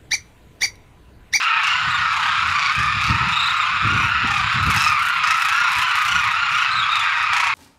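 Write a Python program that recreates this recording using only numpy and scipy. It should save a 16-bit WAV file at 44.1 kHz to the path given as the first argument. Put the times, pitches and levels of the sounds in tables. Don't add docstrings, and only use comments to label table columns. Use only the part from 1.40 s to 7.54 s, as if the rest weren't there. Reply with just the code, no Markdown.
import sys
import numpy as np
from scipy import signal
from scipy.fft import rfft, irfft
from scipy.io import wavfile
from scipy.ndimage import uniform_filter1d

SR = 44100
rng = np.random.default_rng(int(sys.argv[2]) if len(sys.argv) > 2 else 0)


def unload_wav(signal):
    wavfile.write(
        sys.argv[1],
        SR,
        np.round(np.clip(np.atleast_2d(signal).T, -1, 1) * 32767).astype(np.int16),
    )


N = 270774


def gain_of(db):
    return 10 ** (np.asarray(db) / 20)


def evened(x):
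    return x / np.sqrt(np.mean(x ** 2) + 1e-20)


def smoothed_twice(x, size):
    return uniform_filter1d(uniform_filter1d(x, size), size)


def read(points, hz):
    f, value = np.transpose(points)
    return np.interp(np.log(hz + 1), np.log(f + 1), value)


def curve(rows, column):
    rows = np.asarray(rows)
    return np.interp(np.arange(N) / SR, rows[:, 0], rows[:, column])


def coloured(x, points):
    hz = np.fft.rfftfreq(len(x), 1 / SR)
    return irfft(rfft(x) * gain_of(read(points, hz)), len(x))


def above(x, hz, order=2):
    return signal.sosfilt(signal.butter(order, hz, "high", fs=SR, output="sos"), x)


def add(mix, s, sound):
    part = mix[round(s * SR):][:len(sound)]
    part += sound[:len(part)]


def beats(first_s, last_s, per_s):
    place = np.linspace(0, 1, round((last_s - first_s) * per_s) + 1)
    return first_s + (last_s - first_s) * place, place, np.sin(np.pi * place)


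def honk(length, first_hz, last_hz, partials_db, rattle=0.56, fade=1.48, rough=0.02096):
    t = np.arange(round(length * SR)) / SR
    rattle_hz, beat_hz = np.array([31, 158]) * np.exp(.07 * rng.standard_normal(2))
    wobble = evened(uniform_filter1d(rng.standard_normal(len(t)), 90))
    uneven = evened(uniform_filter1d(rng.standard_normal(len(t)), 90))
    arch = 1 + 0.0481 * (np.sin(np.pi * t / length) - .6)
    glide_hz = first_hz + (last_hz - first_hz) * t / length
    turns = np.cumsum(glide_hz * (arch + rough * wobble)) / SR
    beat = (np.cumsum(beat_hz * (1 + 0.2455 * uneven)) / SR + rng.random()) % 1

    k = np.arange(1, len(partials_db) + 1)[:, None]
    pulses = np.exp(-fade * k * beat) * np.minimum(beat / 0.095, 1)
    pulses = pulses / np.sqrt(np.mean(pulses ** 2, 1, keepdims=True))
    waves = np.sin(2 * np.pi * (k * turns + rng.random(k.shape)))
    tone = gain_of(partials_db) @ (pulses * waves)
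    chop = np.maximum(1 - rattle * np.cos(2 * np.pi * rattle_hz * t), 0)
    return np.sqrt(2) * tone * evened(chop) * signal.windows.tukey(len(t), .35)


def far_flock(count=500):
    # t/s, level/dB
    treble = [(0, 10.5), (.1, 1), (.22, 2), (.3, 8.5), (2.1, 7.5), (2.7, 4), (3, 8), (3.55, 7), (3.85, 6),
              (4.7, 6), (6.14, 6.5)]
    # f/Hz, level/dB
    colour = [(300, -43), (500, -34), (700, -15), (1000, -5.5), (1280, -3.5), (1800, -3), (2500, -6),
              (3800, -17.5), (5400, -31), (6200, -41.5), (7000, -36.5), (8100, -53.5), (9400, -48.5),
              (15600, -87)]
    lead_s = .3
    out = np.zeros(N + SR)
    starts = (np.arange(count) + rng.random(count)) * (N / SR + lead_s) / count
    traits = rng.standard_normal((count, 12))
    for s, (pitch, glide, length, near, *partials) in zip(starts, traits):
        hz = 1285 * np.exp(np.clip(.06 * pitch * (1 + .8 * pitch ** 2), -.33, .33))
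        last_hz = hz * np.exp(.1 * glide - .02)
        partials_db = 3.08 * np.array(partials) - 1.5 * abs(pitch) + 1.94 * near
        add(out, s, honk(.17 * np.exp(.3 * length), hz, last_hz, partials_db))
    wash = .4 * rng.standard_normal(N)
    out = coloured(evened(out[round(lead_s * SR):][:N]) + wash, colour)
    out = out / np.sqrt(smoothed_twice(out ** 2, 6000))
    out = out + (gain_of(curve(treble, 1)) - 1) * above(out, 4700)
    return out * gain_of(-18.5)


def honks():
    calls = [(0, 0.127, 1356, 1367, -27, -16, -27, .7), (.07, 0.17, 1255, 1170, -26.5, -11, -29, 0.99),
             (0.198, 0.18, 1342, 1400, -27.5, -11, -20, .8), (0.585, 0.1, 946, 929, -29.5, -9, -14, 0.82),
             (0.787, 0.25, 1527, 1620, -34, 3.5, -20.5, 1),
             (1.143, 0.18, 1147, 1090, -26.5, -3, -9.5, 0.83),
             (1.624, 0.12, 1146, 1060, -37.5, -7, -1.5, 1), (2.456, .23, 1394, 1438, -36.5, 8, -10.5, 0.5),
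             (2.83, .22, 803, 747, -40, 3.5, -2, 0.52), (3.278, 0.11, 1214, 902, -29, -1.5, -16, 0.23),
             (3.358, 0.15, 1292, 1300, -28, -6, -5, .6), (3.421, .2, 1265, 1116, -29, 1.5, -20, 0.13),
             (3.823, 0.12, 1273, 1285, -31, 5, -10.5, .7), (4.101, 0.217, 1380, 1395, -43.5, 20, -2, 0.41),
             (4.36, 0.082, 1256, 1206, -33.5, -1, -15, 0.45), (4.42, 0.1, 1493, 1473, -31.5, 4, -19, 0.5),
             (4.667, 0.15, 1446, 1416, -29.5, 3.5, -11, 0.85),
             (5.101, 0.16, 1360, 1446, -30.5, 3.5, -15.5, 0.74),
             (5.62, .22, 1598, 1478, -47.5, 20, -19, .6), (5.876, 0.24, 976, 930, -33.5, 4.5, -21, 0.73)]
    out = np.zeros(N)
    for s, length, first_hz, last_hz, db, first_db, upper_db, harsh in calls:
        partials_db = db + np.r_[first_db, 0, upper_db - 3, upper_db - 7.5 * np.arange(7)]
        call = honk(length, first_hz, last_hz, partials_db, rattle=0.43 + 0.99 * harsh,
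                    fade=.3 + 1.24 * harsh, rough=0.0073 + .018 * harsh)
        add(out, s, call)
    return above(out - above(out, 8100), 640, order=6)


def pulse(hz, ring_s, rough, size=400):
    t = np.arange(size) / SR
    multiples = np.arange(1, 13)[:, None]
    ring = np.sin(2 * np.pi * (multiples * hz * t + rng.random((12, 1)))).sum(0)
    rough = np.clip(rough, 0, 1)
    mix = (1 - rough) * evened(ring) + rough * rng.standard_normal(size)
    return mix * t / ring_s * np.exp(1 - t / ring_s)


def near_birds():
    rattles = [(0.025, 0.048, 36, -26.5, -7, -16), (0.233, 0.304, 29, -27, -5, -11),
               (0.594, 0.634, 23, -41, 2, -20), (0.728, .8635, 30.5, -27.5, 3, -5),
               (1.019, 1.1244, 36, -29, 3, -10), (1.148, 1.277, 30, -45, -5, -22),
               (1.318, 1.457, 29.6, -25.5, 1, -8), (1.613, 1.772, 36.3, -28, -7, -1),
               (1.855, 1.914, 31, -32, 7, -5), (1.998, 2.1254, 29.6, -30.5, 14, -2),
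               (2.435, 2.472, 32, -32, 8, -4), (2.515, 2.683, 31.2, -36, 8, 6),
               (2.8716, 3.01, 30, -26.5, -3, -8), (3.1023, 3.132, 31, -35, 6, 4),
               (3.227, 3.339, 28.2, -23.5, 7, 7), (3.362, 3.5247, 36.7, -22.5, -9.5, 5),
               (3.592, 3.685, 32.3, -29, 4, 9.5), (3.7389, 3.773, 34, -31, -1, 7),
               (3.8367, 3.943, 27.4, -21.5, 1, -5), (3.9704, 4.0486, 39, -22, 4, 4.5),
               (4.085, 4.24, 26, -26, -13, 2.5), (4.286, 4.415, 30, -22, 1.5, 4.5),
               (4.479, 4.511, 29, -24, 1, -1), (4.554, 4.806, 32, -26, -10, 4),
               (4.839, 4.979, 29.8, -29.5, -14, 1), (5.099, 5.228, 38, -29.5, -3, 1),
               (5.519, 5.631, 29, -25.5, -1, -7), (5.7733, 5.826, 21, -27.5, 3, -13),
               (5.932, 6.068, 31, -20, -2, -25)]
    # f/Hz, level/dB
    colour = [(400, -66), (800, -5.5), (1300, -2), (2500, -0.5), (4000, -12.5), (6000, -13.5),
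              (8000, -21.5), (10000, -23.5), (13000, -29.5), (15500, -38)]
    ends_db = -3
    chance_db, chance_s = 1.2, .0015
    out = np.zeros(N)
    for first_s, last_s, per_s, db, swell_db, treble_db in rattles:
        times, place, arch = beats(0, last_s - first_s, per_s)
        levels = db + swell_db * (place - .5) + ends_db * (1 - arch)
        rattle = np.zeros(round((last_s - first_s) * SR) + 2500)
        traits = rng.standard_normal((len(times), 8))
        for s, level_db, middle, (late, loud, pitch, gap, *chance) in zip(times, levels, arch, traits):
            burst_s = max(s + chance_s * late * middle, 0)
            burst_db = level_db + chance_db * loud
            gap_s = .0068 + .0003 * gap
            for k, (pulse_db, c) in enumerate(zip([4.5, 0.6, -1.0, -7.0], chance)):
                sound = pulse(1280 * (1 + .05 * pitch), ring_s=0.0017, rough=0.91)
                add(rattle, burst_s + k * gap_s, gain_of(burst_db + pulse_db + 2.3 * c) * sound)
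        add(out, first_s, rattle + (gain_of(treble_db) - 1) * above(rattle, 7700))
    return gain_of(10.0) * coloured(out, colour)


def wind():
    # t/s, level/dB
    breeze = [(0.03, -68), (.4, -44), (2.2, -46.5), (3.4, -45.5), (4.3, -53), (4.8, -50), (6.14, -49)]
    # t/s, peak level/dB, dying time/s, edge level/dB against the peak
    gusts = [(.48, -40, 0.091, -29), (1.05, -45, 0.097, -8), (1.39, -28, 0.077, -12.5),
             (1.48, -31, 0.18, -17.5), (1.708, -21, 0.069, -6), (1.84, -30, 0.031, -6),
             (2.34, -39, 0.056, -17), (2.45, -27, 0.061, -4.5), (2.518, -27, 0.18, -3.5),
             (2.85, -32, 0.075, -1.5), (3.04, -28, 0.016, -25), (3.16, -29, .12, -21), (3.28, -27, 0.1, -4),
             (4.38, -36.5, 0.034, -7), (4.72, -38, 0.11, -21), (5.39, -42, .04, -20)]
    # f/Hz, level/dB
    rumble_colour = [(12, -57), (27, -39), (63, 3.5), (105, 8), (170, 1.5), (230, -11.5), (400, -60)]
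    # f/Hz, level/dB
    edge_colour = [(120, -45), (200, -3), (300, -6), (450, -17.5), (650, -27), (900, -68)]
    rise_s, edge_dies_faster = 0.025, 2.22
    rumble = evened(coloured(rng.standard_normal(N), rumble_colour))
    edge = evened(coloured(rng.standard_normal(N), edge_colour))
    lumps = evened(smoothed_twice(rng.standard_normal(N), 900))
    t = np.arange(N) / SR
    low = gain_of(curve(breeze, 1))
    high = low * gain_of(-16.5)
    for s, db, dying_s, edge_db in gusts:
        age = np.maximum((t - s) / dying_s, (s - t) / rise_s)
        low = low + gain_of(db) * np.exp(-age ** 1.02)
        high = high + gain_of(db + edge_db) * np.exp(-edge_dies_faster * age)
    return rumble * low * gain_of(2.33 * lumps) + edge * high * gain_of(3.9 * lumps)


def peeps():
    phrases = [(0.501, .58, 29, 3900, 3120, -150, -30, -12), (1.92, 2.09, 30.7, 3660, 3695, 550, -24, -17),
               (2.16, 2.245, 23, 3850, 3200, -160, -31, -11),
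               (3.137, 3.215, 25.5, 3650, 3890, 200, -34, -21),
               (5.306, 5.35, 21, 4030, 3900, 352, -27.5, -18),
               (5.384, 5.421, 26, 3755, 3360, -240, -23.5, -19),
               (5.489, 5.563, 48, 3640, 3640, 330, -26, -27), (5.596, 5.596, 28, 3500, 3500, -30, -24, -15)]
    overtones_db = [-3.5, -16, -34]
    duty = .78
    pitch_arch, ends_db = 0.0427, -3.5
    out = np.zeros(N)
    for first_s, last_s, per_s, first_hz, last_hz, slide_hz, db, over_db in phrases:
        for s, place, arch in zip(*beats(first_s, last_s, per_s)):
            u = np.linspace(-.5, .5, round(duty / per_s * SR))
            hoarse = .024 * evened(uniform_filter1d(rng.standard_normal(len(u)), 60))
            note_hz = (first_hz + (last_hz - first_hz) * place) * (1 + pitch_arch * arch)
            turns = np.cumsum((note_hz + slide_hz * u) * (1 + hoarse)) / SR
            over = sum(gain_of(g) * np.sin(2 * np.pi * k * turns) for k, g in enumerate(overtones_db, 2))
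            tone = np.sin(2 * np.pi * turns) + gain_of(over_db) * over
            level = np.sqrt(2) * gain_of(db + ends_db * (0.5 - arch))
            add(out, s, level * tone * signal.windows.tukey(len(u), .45))
    return out


def rooftop(x):
    t = np.arange(6000) / SR
    sparse = rng.standard_normal(6000) * (rng.random(6000) < .05)
    tail = sparse * gain_of(-60 * t / 0.18) * (t > .004)
    echoes = signal.oaconvolve(x, tail / np.linalg.norm(tail))[:N]
    return x + gain_of(-6) * (echoes - .4 * above(echoes, 6000))


def scene():
    birds = rooftop(near_birds() + honks() + peeps())
    return (far_flock() + birds + wind())[None]


def record(dry):
    low_pass = signal.firwin(511, 15730, window=("kaiser", 9), fs=SR)
    return signal.oaconvolve(dry, low_pass[None], "same")


dry = scene()
out = record(dry)
unload_wav(out)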